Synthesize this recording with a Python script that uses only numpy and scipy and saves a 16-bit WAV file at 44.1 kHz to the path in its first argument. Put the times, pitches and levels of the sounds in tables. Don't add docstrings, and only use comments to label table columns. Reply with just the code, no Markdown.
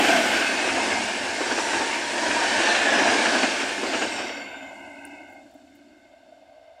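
import sys
import numpy as np
from scipy import signal
from scipy.fft import rfft, irfft
from scipy.io import wavfile
from scipy.ndimage import uniform_filter1d

SR = 44100
rng = np.random.default_rng(int(sys.argv[2]) if len(sys.argv) > 2 else 0)


def persist_wave(psi):
    counts = np.round(np.clip(psi, -1, 1) * 32767).astype(np.int16)
    wavfile.write(sys.argv[1], SR, np.atleast_2d(counts).T)


N = 299880
SIZE = 2048
HOP = SIZE // 4
HZ = np.fft.rfftfreq(SIZE, 1 / SR)
FRAME_S = np.arange(N // HOP + 5)[:, None] * HOP / SR
SAMPLE_S = np.arange(N) / SR

EDGE_HZ = 15700
SPEED, TRACK_DISTANCE = 33.2, 8.3
WHEEL_TURN_HZ = 12
RAIL_SAG_PER_S = 0.012
HISS_LEAVES_S, HISS_FADE_DB_PER_S = 4.28, 38

# frequency in Hz, relative level in dB per Hz.
AIR = [(20, -12), (55, 9), (170, -15), (450, -20), (1200, -4), (3000, -2.5), (6000, -32), (9500, -17),
       (11000, -26), (15500, -36)]
GROUND = [(20, -34), (40, -29), (60, -2), (85, 8.5), (106, 7), (140, 2), (180, -26), (400, -60)]
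THRUM = [(20, -56), (55, -47), (105, -25.5), (145, -9.5), (168, -43), (205, -1.5), (265, 0.5), (340, 3.5),
         (400, 0.5), (450, -9), (600, -52), (1200, -67)]
ROAR = [(280, -52), (440, -3.5), (540, 0), (690, 3), (790, -0.5), (900, -2.5), (1040, -3.5), (1300, -8),
        (1600, -29), (3000, -67)]
RUSH = [(900, -48), (1300, -11), (1480, -1), (1720, 0.5), (1970, -5.5), (2300, -1.5), (2800, -2.5),
        (3150, -6.5), (3700, -11.5), (6000, -59)]
HISS = [(2400, -51), (3300, -4), (4000, 1.5), (5500, 1), (6300, -2), (7500, -2.5), (8600, -7),
        (9700, -10.5), (10700, -27.5), (12500, -37), (15500, -46)]
THUMP_COLOUR = [(120, -38), (185, -39), (230, -2), (275, 4.5), (450, -0.5), (680, 1.5), (950, -6),
                (1400, -6), (3000, -65)]
CLANK_COLOUR = [(700, -40), (1200, -6.5), (1620, 6), (1950, -5), (2500, 1.5), (3000, -2), (3700, -13),
                (8000, -19), (12000, -67)]

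# frequency in Hz, width in Hz, relative level in dB.
SLEEPER_MODES = [(231, 98, -11), (282.7, 33, 1.5), (331, 100, -7)]
BENDING_MODES = [(566, 100, -17), (656, 177, 0), (758, 150, -4), (905, 210, -6), (1010, 100, -18)]
SINGING_MODES = [(1543, 170, 0.5), (2127, 177, 1), (2590, 160, -5.5), (2830, 290, -10.5)]
HIGH_MODES = [(3770, 220, -10), (4520, 260, 15), (5440, 240, -2), (5700, 160, -5), (6100, 200, -8),
              (7120, 300, -4), (8000, 400, -5)]
FAINT_MODES = [(2920, 770, -2), (3610, 230, 4.5), (4250, 150, -3), (4500, 130, 4), (5300, 320, -6),
               (5660, 120, -7), (7130, 200, 1), (7750, 350, -5)]
WHEEL_MODES = [(1693, 280, 2), (2320, 150, -20), (4030, 180, -16), (5000, 170, -14), (7200, 280, -21)]

# start in seconds, tick level in dB, crumbs level in dB, both before a high-pass.
SNOW = [(5.0525, -25.5, -52), (5.3, -68, -63), (5.325, -68, -63), (5.51, -68, -66), (5.54, -64, -63),
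        (5.75, -64, -62)]
# time in seconds, level in dB.
BRIGHT_HISS = [(0, -47.5), (.35, -52), (.65, -68.5), (3.3, -66), (4.0, -64), (4.4, -71), (4.9, -80),
               (6.8, -92)]
# time in seconds, loss at 8 kHz in dB.
LOSS = [(0, -3), (3.4, 0.5), (3.8, 0), (4.3, 11.5), (4.8, -7.5), (6.8, 9)]
# time in seconds, then levels in dB of sleepers, rail bending, rail singing, high hiss.
FAR = [(4.4, -47, -46, -40, -59), (4.75, -49, -44.5, -45.5, -59), (5.12, -50, -47.5, -46.5, -61.5),
       (5.33, -52.5, -48.5, -51.5, -65.5), (5.42, -55, -52, -59, -65), (5.53, -59, -54.5, -68, -66),
       (5.76, -55.5, -60.5, -66.5, -67), (5.93, -55, -59, -64, -68), (6.15, -62.5, -56, -64, -69),
       (6.35, -61, -56, -68.5, -68.5), (6.55, -68, -54, -66.5, -69.5), (6.8, -75, -53, -67, -69.5)]
# start in seconds, frequency in Hz, level in dB.
THUDS = [(5.12, 288, -42), (5.19, 294, -44), (5.355, 660, -41), (5.45, 286, -41.5), (5.548, 285, -45),
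         (5.553, 670, -44), (6.134, 660, -46), (6.228, 653, -46), (6.287, 640, -44), (6.323, 645, -41),
         (6.423, 653, -49), (6.521, 660, -44), (6.579, 660, -42), (6.624, 660, -44), (6.712, 660, -43)]
# time in seconds, frequency in Hz, level in dB.
MOAN = [(0, 815, -28.5), (.45, 880, -44), (.9, 934, -34.5), (1.25, 910, -42), (1.5, 920, -36.5),
        (1.82, 895, -32), (2.05, 940, -37.5), (2.3, 955, -32.5), (2.55, 913, -31.5), (2.8, 836, -36),
        (3.4, 880, -43.5), (4.07, 890, -41), (4.4, 880, -61), (4.8, 880, -78)]
# loudest time in seconds,
# length in seconds, frequency in Hz, width in Hz, share of the pitch lost per second, level in dB.
WHISTLES = [(.12, 0.33, 231, 60, 0.011, -38.5), (.95, .2, 225, 50, 0, -42), (.12, 0.18, 685, 70, 0.06, -30),
            (1.7, .25, 355, 70, .05, -40), (3.19, 0.24, 264, 55, 0.14, -34.5),
            (.13, .05, 1560, 110, .05, -31), (0.37, 0.062, 1535, 130, 0.053, -30),
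            (.75, .28, 2130, 80, 0, -39), (1.3, .05, 1620, 80, 0, -39), (1.97, .08, 2130, 70, 0, -40),
            (2.75, .12, 1765, 100, 0.08, -29), (2.91, .045, 1695, 90, .14, -28),
            (3.75, .05, 1775, 70, 0, -38), (.07, .04, 3160, 150, 0, -35), (.08, .05, 2210, 90, 0, -34),
            (.56, 0.19, 2570, 60, 0.02, -35), (.5, 0.12, 4525, 55, 0, -41),
            (0.874, 0.055, 5530, 220, 0.13, -46), (1.627, .04, 4770, 70, 0.19, -46),
            (1.658, 0.16, 5580, 170, 0.12, -43), (1.65, 0.18, 7400, 260, .1, -46),
            (2.14, 0.095, 4170, 90, .25, -45.5), (2.51, 0.044, 4640, 80, .25, -41),
            (2.63, .08, 3000, 70, 0, -39), (2.74, 0.08, 4080, 90, 0.3, -38),
            (2.75, .11, 3650, 700, .2, -36.5), (2.82, 0.035, 2510, 110, 0.18, -33),
            (2.91, .05, 3590, 80, 0.17, -41), (3.04, 0.08, 5780, 90, 0.087, -41.5),
            (3.076, .04, 3920, 80, 0.29, -39), (3.1, .13, 4950, 60, .28, -40),
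            (3.36, 0.1, 4570, 45, 0.12, -40.5), (3.25, .05, 3200, 80, .25, -38),
            (4.0, 0.064, 6950, 250, .2, -43), (4.045, 0.13, 8280, 700, 0.16, -49),
            (4.32, 0.08, 5500, 400, 0.097, -52), (4.41, 0.08, 4530, 170, 0, -50.5),
            (4.547, 0.098, 3620, 150, 0, -56), (4.44, 0.18, 7170, 190, 0.022, -55)]
# start in seconds, thump level in dB, clank level in dB, decay in seconds.
KNOCKS = [(.04, -26, -22.5, 0.017), (0.086, -20, -37, 0.015), (.165, -35, -25.5, 0.018),
          (.33, -29.5, -26, 0.055), (.405, -28, -32, 0.017), (0.683, -44, -26.5, 0.014),
          (.765, -29, -35, 0.039), (0.896, -33, -33, 0.021), (1.402, -26.5, -31, 0.02),
          (1.452, -34, -29.5, 0.037), (1.509, -25.5, -28, 0.015), (1.576, -22.5, -31, 0.015),
          (1.728, -29, -27.5, .021), (1.796, -27, -34, 0.038), (1.936, -37, -29.5, 0.013),
          (2.303, -26, -25.5, 0.01), (2.386, -26, -38, 0.014), (2.655, -40, -23.5, 0.025),
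          (2.745, -36, -20.5, 0.012), (2.809, -27.5, -31, 0.019), (2.98, -24, -26, 0.016),
          (3.067, -26, -24, 0.025), (3.25, -31, -23, 0.013), (3.348, -25.5, -33, .018),
          (3.427, -23, -20.5, 0.021), (3.606, -32, -29, 0.029), (3.829, -25, -36, 0.025),
          (3.928, -28, -25.5, 0.033), (4.012, -25.5, -25, 0.024), (4.183, -31, -30, 0.02),
          (4.289, -37, -37, .016)]
# loudest time in seconds, length in seconds, rush level in dB, hiss level in dB.
GRINDS = [(0.09, 0.072, -28.5, -33.5), (0.36, 0.22, -28, -35.5), (2.733, 0.11, -34, -35.5)]
# time abreast in seconds,
# levels in dB of thrum, roar, rush, hiss and ground shake (before the rumble's trim),
# extra coupling into the track in dB, wheel ring level in dB, wheel pitch factor before Doppler.
BOGIES = [(-.07, -32, -31.5, -29, -36, -64, 12.5, -46, 0.77),
          (.13, -33.5, -30, -28, -35, -49, 3, -36, 0.86), (.71, -34.5, -30.5, -33, -36.5, -48, -4, -57, 1),
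          (.95, -38.5, -38, -30.5, -35, -49, 4.5, -42, 1),
          (1.53, -39, -35, -38, -36.5, -59, -6, -36.5, 0.98),
          (1.76, -39, -35.5, -31, -35, -49.5, -3, -38, 1.1),
          (2.33, -35.5, -35, -51, -35, -51, -13, -33, 0.984),
          (2.57, -35, -29.5, -26.5, -33, -51, -7, -32.5, 1.025),
          (3.071, -32, -26, -27.5, -33.5, -53.5, 3, -27, 0.995),
          (3.33, -35.5, -33.5, -28, -32, -54, 4.5, -34.5, .97),
          (3.97, -36.5, -35, -33.5, -36.5, -52, 0.5, -48, 1.03)]
# frequency in Hz, width in Hz, loss in dB.
STOP_BANDS = [(452, 160, 1), (1180, 140, 1), (1750, 240, 6), (2450, 140, 1), (3470, 170, 2),
              (4150, 390, 16), (5070, 410, 8), (6400, 430, 12), (7600, 300, -1)]
TAIL_LEAVES_S = [4, 4.2]
# time in seconds, frequency in Hz.
BENDING_EDGE = [(4.5, 1200), (5.05, 1060), (5.35, 910), (5.6, 770), (5.8, 736), (6.8, 770)]


def amp(db):
    return 10 ** (np.asarray(db) / 20)


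def evened(x):
    return x / np.sqrt(np.mean(x ** 2) + 1e-20)


def unit(power):
    return power / (power.mean(-1, keepdims=True) + 1e-20)


def follow(rows, t):
    s, *columns = np.transpose(rows)
    return [np.interp(t, s, c) for c in columns]


def broad(points, hz=HZ):
    f, db = np.transpose(points)
    return unit(amp(np.interp(np.log(hz + 1), np.log(f), db)) ** 2)


def ringing(modes, shift=1):
    power = 0
    for hz, width, db in modes:
        slope = 1 / (1 + (2 * (HZ - hz * shift) / width) ** 2)
        power = power + amp(db) ** 2 * slope ** 3
    return unit(power)


def noise(power):
    a, b = rng.standard_normal((2, len(FRAME_S), len(HZ)))
    spectra = (a + 1j * b) * np.sqrt(power * 3 / SIZE)
    return signal.istft(spectra.T, nperseg=SIZE, noverlap=SIZE - HOP)[1][:N]


def wander(rate_hz):
    hz = np.fft.rfftfreq(N, 1 / SR)
    smooth = rfft(rng.standard_normal(N)) / (1 + (hz / rate_hz) ** 4)
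    return evened(irfft(smooth, N))


def patches(depth_db, size):
    field = rng.standard_normal((len(FRAME_S), len(HZ)))
    field = uniform_filter1d(field, size[0], 0)
    field = uniform_filter1d(field, size[1], 1)
    return amp(depth_db * evened(field))


def add(mix, s, sound):
    part = mix[max(round(s * SR), 0):][:len(sound)]
    part += sound[:len(part)]


def open_air(level_db=-69):
    return amp(level_db) * noise(broad(AIR))


def snow_ticks(ring_hz=9200, length_s=0.00018, crumble_s=0.016, crumbs_per_s=700):
    out = np.zeros(N)
    t = np.arange(-SR // 1000, SR // 20) / SR
    bright = signal.butter(4, 7200, "high", fs=SR, output="sos")
    tick = np.exp(-(t / length_s) ** 2) * np.cos(2 * np.pi * ring_hz * t)
    for s, tick_db, crumbs_db in SNOW:
        specks = rng.standard_normal(len(t)) * (rng.random(len(t)) < crumbs_per_s / SR)
        crumbs = (t > 0) * np.exp(-t / crumble_s) * evened(specks)
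        grain = amp(tick_db) * tick + amp(crumbs_db) * crumbs
        add(out, s + t[0], signal.sosfilt(bright, grain))
    return out


def bright_hiss(centre_hz=12000, width_hz=6000):
    return noise(ringing([(centre_hz, width_hz, 0)])) * amp(follow(BRIGHT_HISS, SAMPLE_S)[0])


def treble_gain():
    return amp(-follow(LOSS, FRAME_S)[0] * (HZ / 8000) ** 2)


def far_hiss(modes_db=1.0):
    colour = broad(HISS) + amp(modes_db) ** 2 * ringing(FAINT_MODES)
    return noise(unit(colour * treble_gain() ** 2)) * amp(follow(FAR, SAMPLE_S)[3])


def thuds(rise_cycles=1.3):
    out = np.zeros(N)
    t = np.arange(SR // 12) / SR
    for (s, hz, db), phase in zip(THUDS, rng.random(len(THUDS))):
        shape = t ** 2 * np.exp(-hz * t / rise_cycles)
        tone = np.sin(2 * np.pi * (hz * t + phase))
        add(out, s, amp(db) * shape / shape.max() * tone)
    return out


def metres_off():
    return abs(SPEED * (FRAME_S - np.transpose(BOGIES)[0]))


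def abreast(bogie_db, reach_m):
    power = amp(bogie_db) ** 2 * np.exp(-(metres_off() / reach_m) ** 2)
    return power.sum(1, keepdims=True)


def along_track(bogie_db, share_db, loss_db_per_m):
    coupling_db = np.transpose(BOGIES)[6]
    level_db = bogie_db + coupling_db + share_db - loss_db_per_m * metres_off()
    return (amp(level_db) ** 2).sum(1, keepdims=True)


def rumble(level_db=-2, lumps_db=1.2):
    shake_db = np.transpose(BOGIES)[5]
    power = abreast(shake_db, reach_m=1.7) + along_track(shake_db, share_db=-10.5, loss_db_per_m=0.2)
    return noise(power * broad(GROUND)) * amp(level_db + lumps_db * wander(12))


def moan(width_hz=75):
    hz, db = follow(MOAN, FRAME_S)
    return noise(ringing([(hz, width_hz, 0)]) * amp(db) ** 2)


def whistles(broken_db=2.1):
    power = 0
    for s, length, hz, width, fall, db in WHISTLES:
        since = FRAME_S - s
        tone = ringing([(hz, width, 0)], 1 - fall * np.clip(since, -1, 1))
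        swell = amp(db) ** 2 * np.exp(-(since / length) ** 2)
        power = power + tone * swell
    return noise(power) * evened(amp(broken_db * wander(16)))


def knocks(rise_s=0.0034):
    out = np.zeros(N)
    t = np.arange(SR // 5) / SR
    hz = np.fft.rfftfreq(len(t), 1 / SR)
    thump, clank = broad(THUMP_COLOUR, hz), broad(CLANK_COLOUR, hz)
    for s, thump_db, clank_db, decay_s in KNOCKS:
        shape = (1 - np.exp(-t / rise_s)) ** 2 * np.exp(-t / decay_s)
        colour = np.sqrt(amp(thump_db) ** 2 * thump + amp(clank_db) ** 2 * clank)
        burst = irfft(rfft(rng.standard_normal(len(t))) * colour, len(t))
        add(out, s, burst * shape / shape.max())
    return out


def wheels(beam=2.12):
    power = 0
    for s, *_, db, pitch in BOGIES:
        along = SPEED * (FRAME_S - s)
        distance = np.hypot(along, TRACK_DISTANCE)
        doppler = 1 / (1 + SPEED / 343 * along / distance)
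        gain = amp(db) * (TRACK_DISTANCE / distance) ** beam
        power = power + ringing(WHEEL_MODES, pitch * doppler) * gain ** 2
    return noise(power)


def grinding(singing_db=-1, patchy_db=2.0):
    rush = unit(broad(RUSH) + amp(singing_db) ** 2 * ringing(SINGING_MODES))
    power = 0
    for s, length, rush_db, hiss_db in GRINDS:
        colour = amp(rush_db) ** 2 * rush + amp(hiss_db) ** 2 * broad(HISS)
        power = power + colour * np.exp(-((FRAME_S - s) / length) ** 2)
    return noise(power * unit(patches(patchy_db, size=(8, 4)) ** 2))


def stop_bands():
    loss_db = sum(db * np.exp(-(2 * (HZ - hz) / width) ** 2) for hz, width, db in STOP_BANDS)
    return amp(-loss_db * np.interp(FRAME_S, TAIL_LEAVES_S, [0, 1]))


def closing_edge(depth_db=10, soft_hz=45):
    above = .5 + .5 * np.tanh((HZ - follow(BENDING_EDGE, FRAME_S)[0]) / soft_hz)
    return amp(-depth_db * above)


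def track_part(near, carried, spectrum, modes, leak_db, patchy_db, shift=1, shade=1):
    resonant = ringing(modes, shift) * shade ** 2
    leak = amp(leak_db) ** 2 * broad(spectrum)
    power = near * broad(spectrum) + carried * unit(resonant + leak)
    grain = patches(patchy_db, size=(8, 4)) * stop_bands()
    colour = unit(power * (grain * treble_gain()) ** 2)
    return noise(colour * (near + carried))


def rolling(throb_db=0.5, flutter_db=0.5, far_flutter_db=0.75):
    thrum_db, roar_db, rush_db, hiss_db = np.transpose(BOGIES)[1:5]
    far_sleepers, far_bending, far_singing, _ = amp(follow(FAR, FRAME_S)) ** 2
    sag = 1 - RAIL_SAG_PER_S * (np.maximum(FRAME_S, 4.5) - 5.7)
    turns = np.cumsum(WHEEL_TURN_HZ * (1 + .02 * wander(1.9))) / SR
    throb = np.exp(-(turns % 1) / 0.22)
    shake_db = throb_db * evened(throb - throb.mean()) + flutter_db * wander(10.5)
    lumps_db = far_flutter_db * np.interp(SAMPLE_S, [4.5, 5.6], [0, 1]) * wander(35)

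    sleepers = track_part(
        abreast(thrum_db, reach_m=9.0),
        along_track(thrum_db, share_db=-4.0, loss_db_per_m=2.0) + far_sleepers,
        THRUM, SLEEPER_MODES, leak_db=-38, patchy_db=0.7)
    bending = track_part(
        abreast(roar_db, reach_m=10.8),
        along_track(roar_db, share_db=-0.5, loss_db_per_m=3.5) + far_bending,
        ROAR, BENDING_MODES, leak_db=-19, patchy_db=1.0, shift=sag, shade=closing_edge())
    singing = track_part(
        abreast(rush_db, reach_m=11.06),
        along_track(rush_db, share_db=-5.0, loss_db_per_m=6.5) + far_singing,
        RUSH, SINGING_MODES, leak_db=-33, patchy_db=2)
    hiss = track_part(
        abreast(hiss_db, reach_m=9.6),
        along_track(hiss_db, share_db=-21.0, loss_db_per_m=5.0),
        HISS, HIGH_MODES, leak_db=-10, patchy_db=2.3)
    hiss = hiss * amp(-HISS_FADE_DB_PER_S * np.maximum(SAMPLE_S - HISS_LEAVES_S, 0))

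    body = (sleepers + bending + singing) * amp(shake_db + lumps_db)
    return body + hiss * amp(0.3 * shake_db + 0.36 * lumps_db)


def scene():
    surroundings = open_air() + snow_ticks() + bright_hiss()
    track = far_hiss() + thuds() + rumble() + moan()
    train = whistles() + knocks() + wheels() + grinding() + rolling()
    mono = surroundings + track + train
    return np.array([mono, mono])


def record(dry):
    notched = signal.lfilter(*signal.iirnotch(168, 5.5, fs=SR), dry)
    low_pass = signal.firwin(511, EDGE_HZ, window=("kaiser", 9), fs=SR)
    return signal.oaconvolve(notched, low_pass[None], "same")


dry = scene()
out = record(dry)
persist_wave(out)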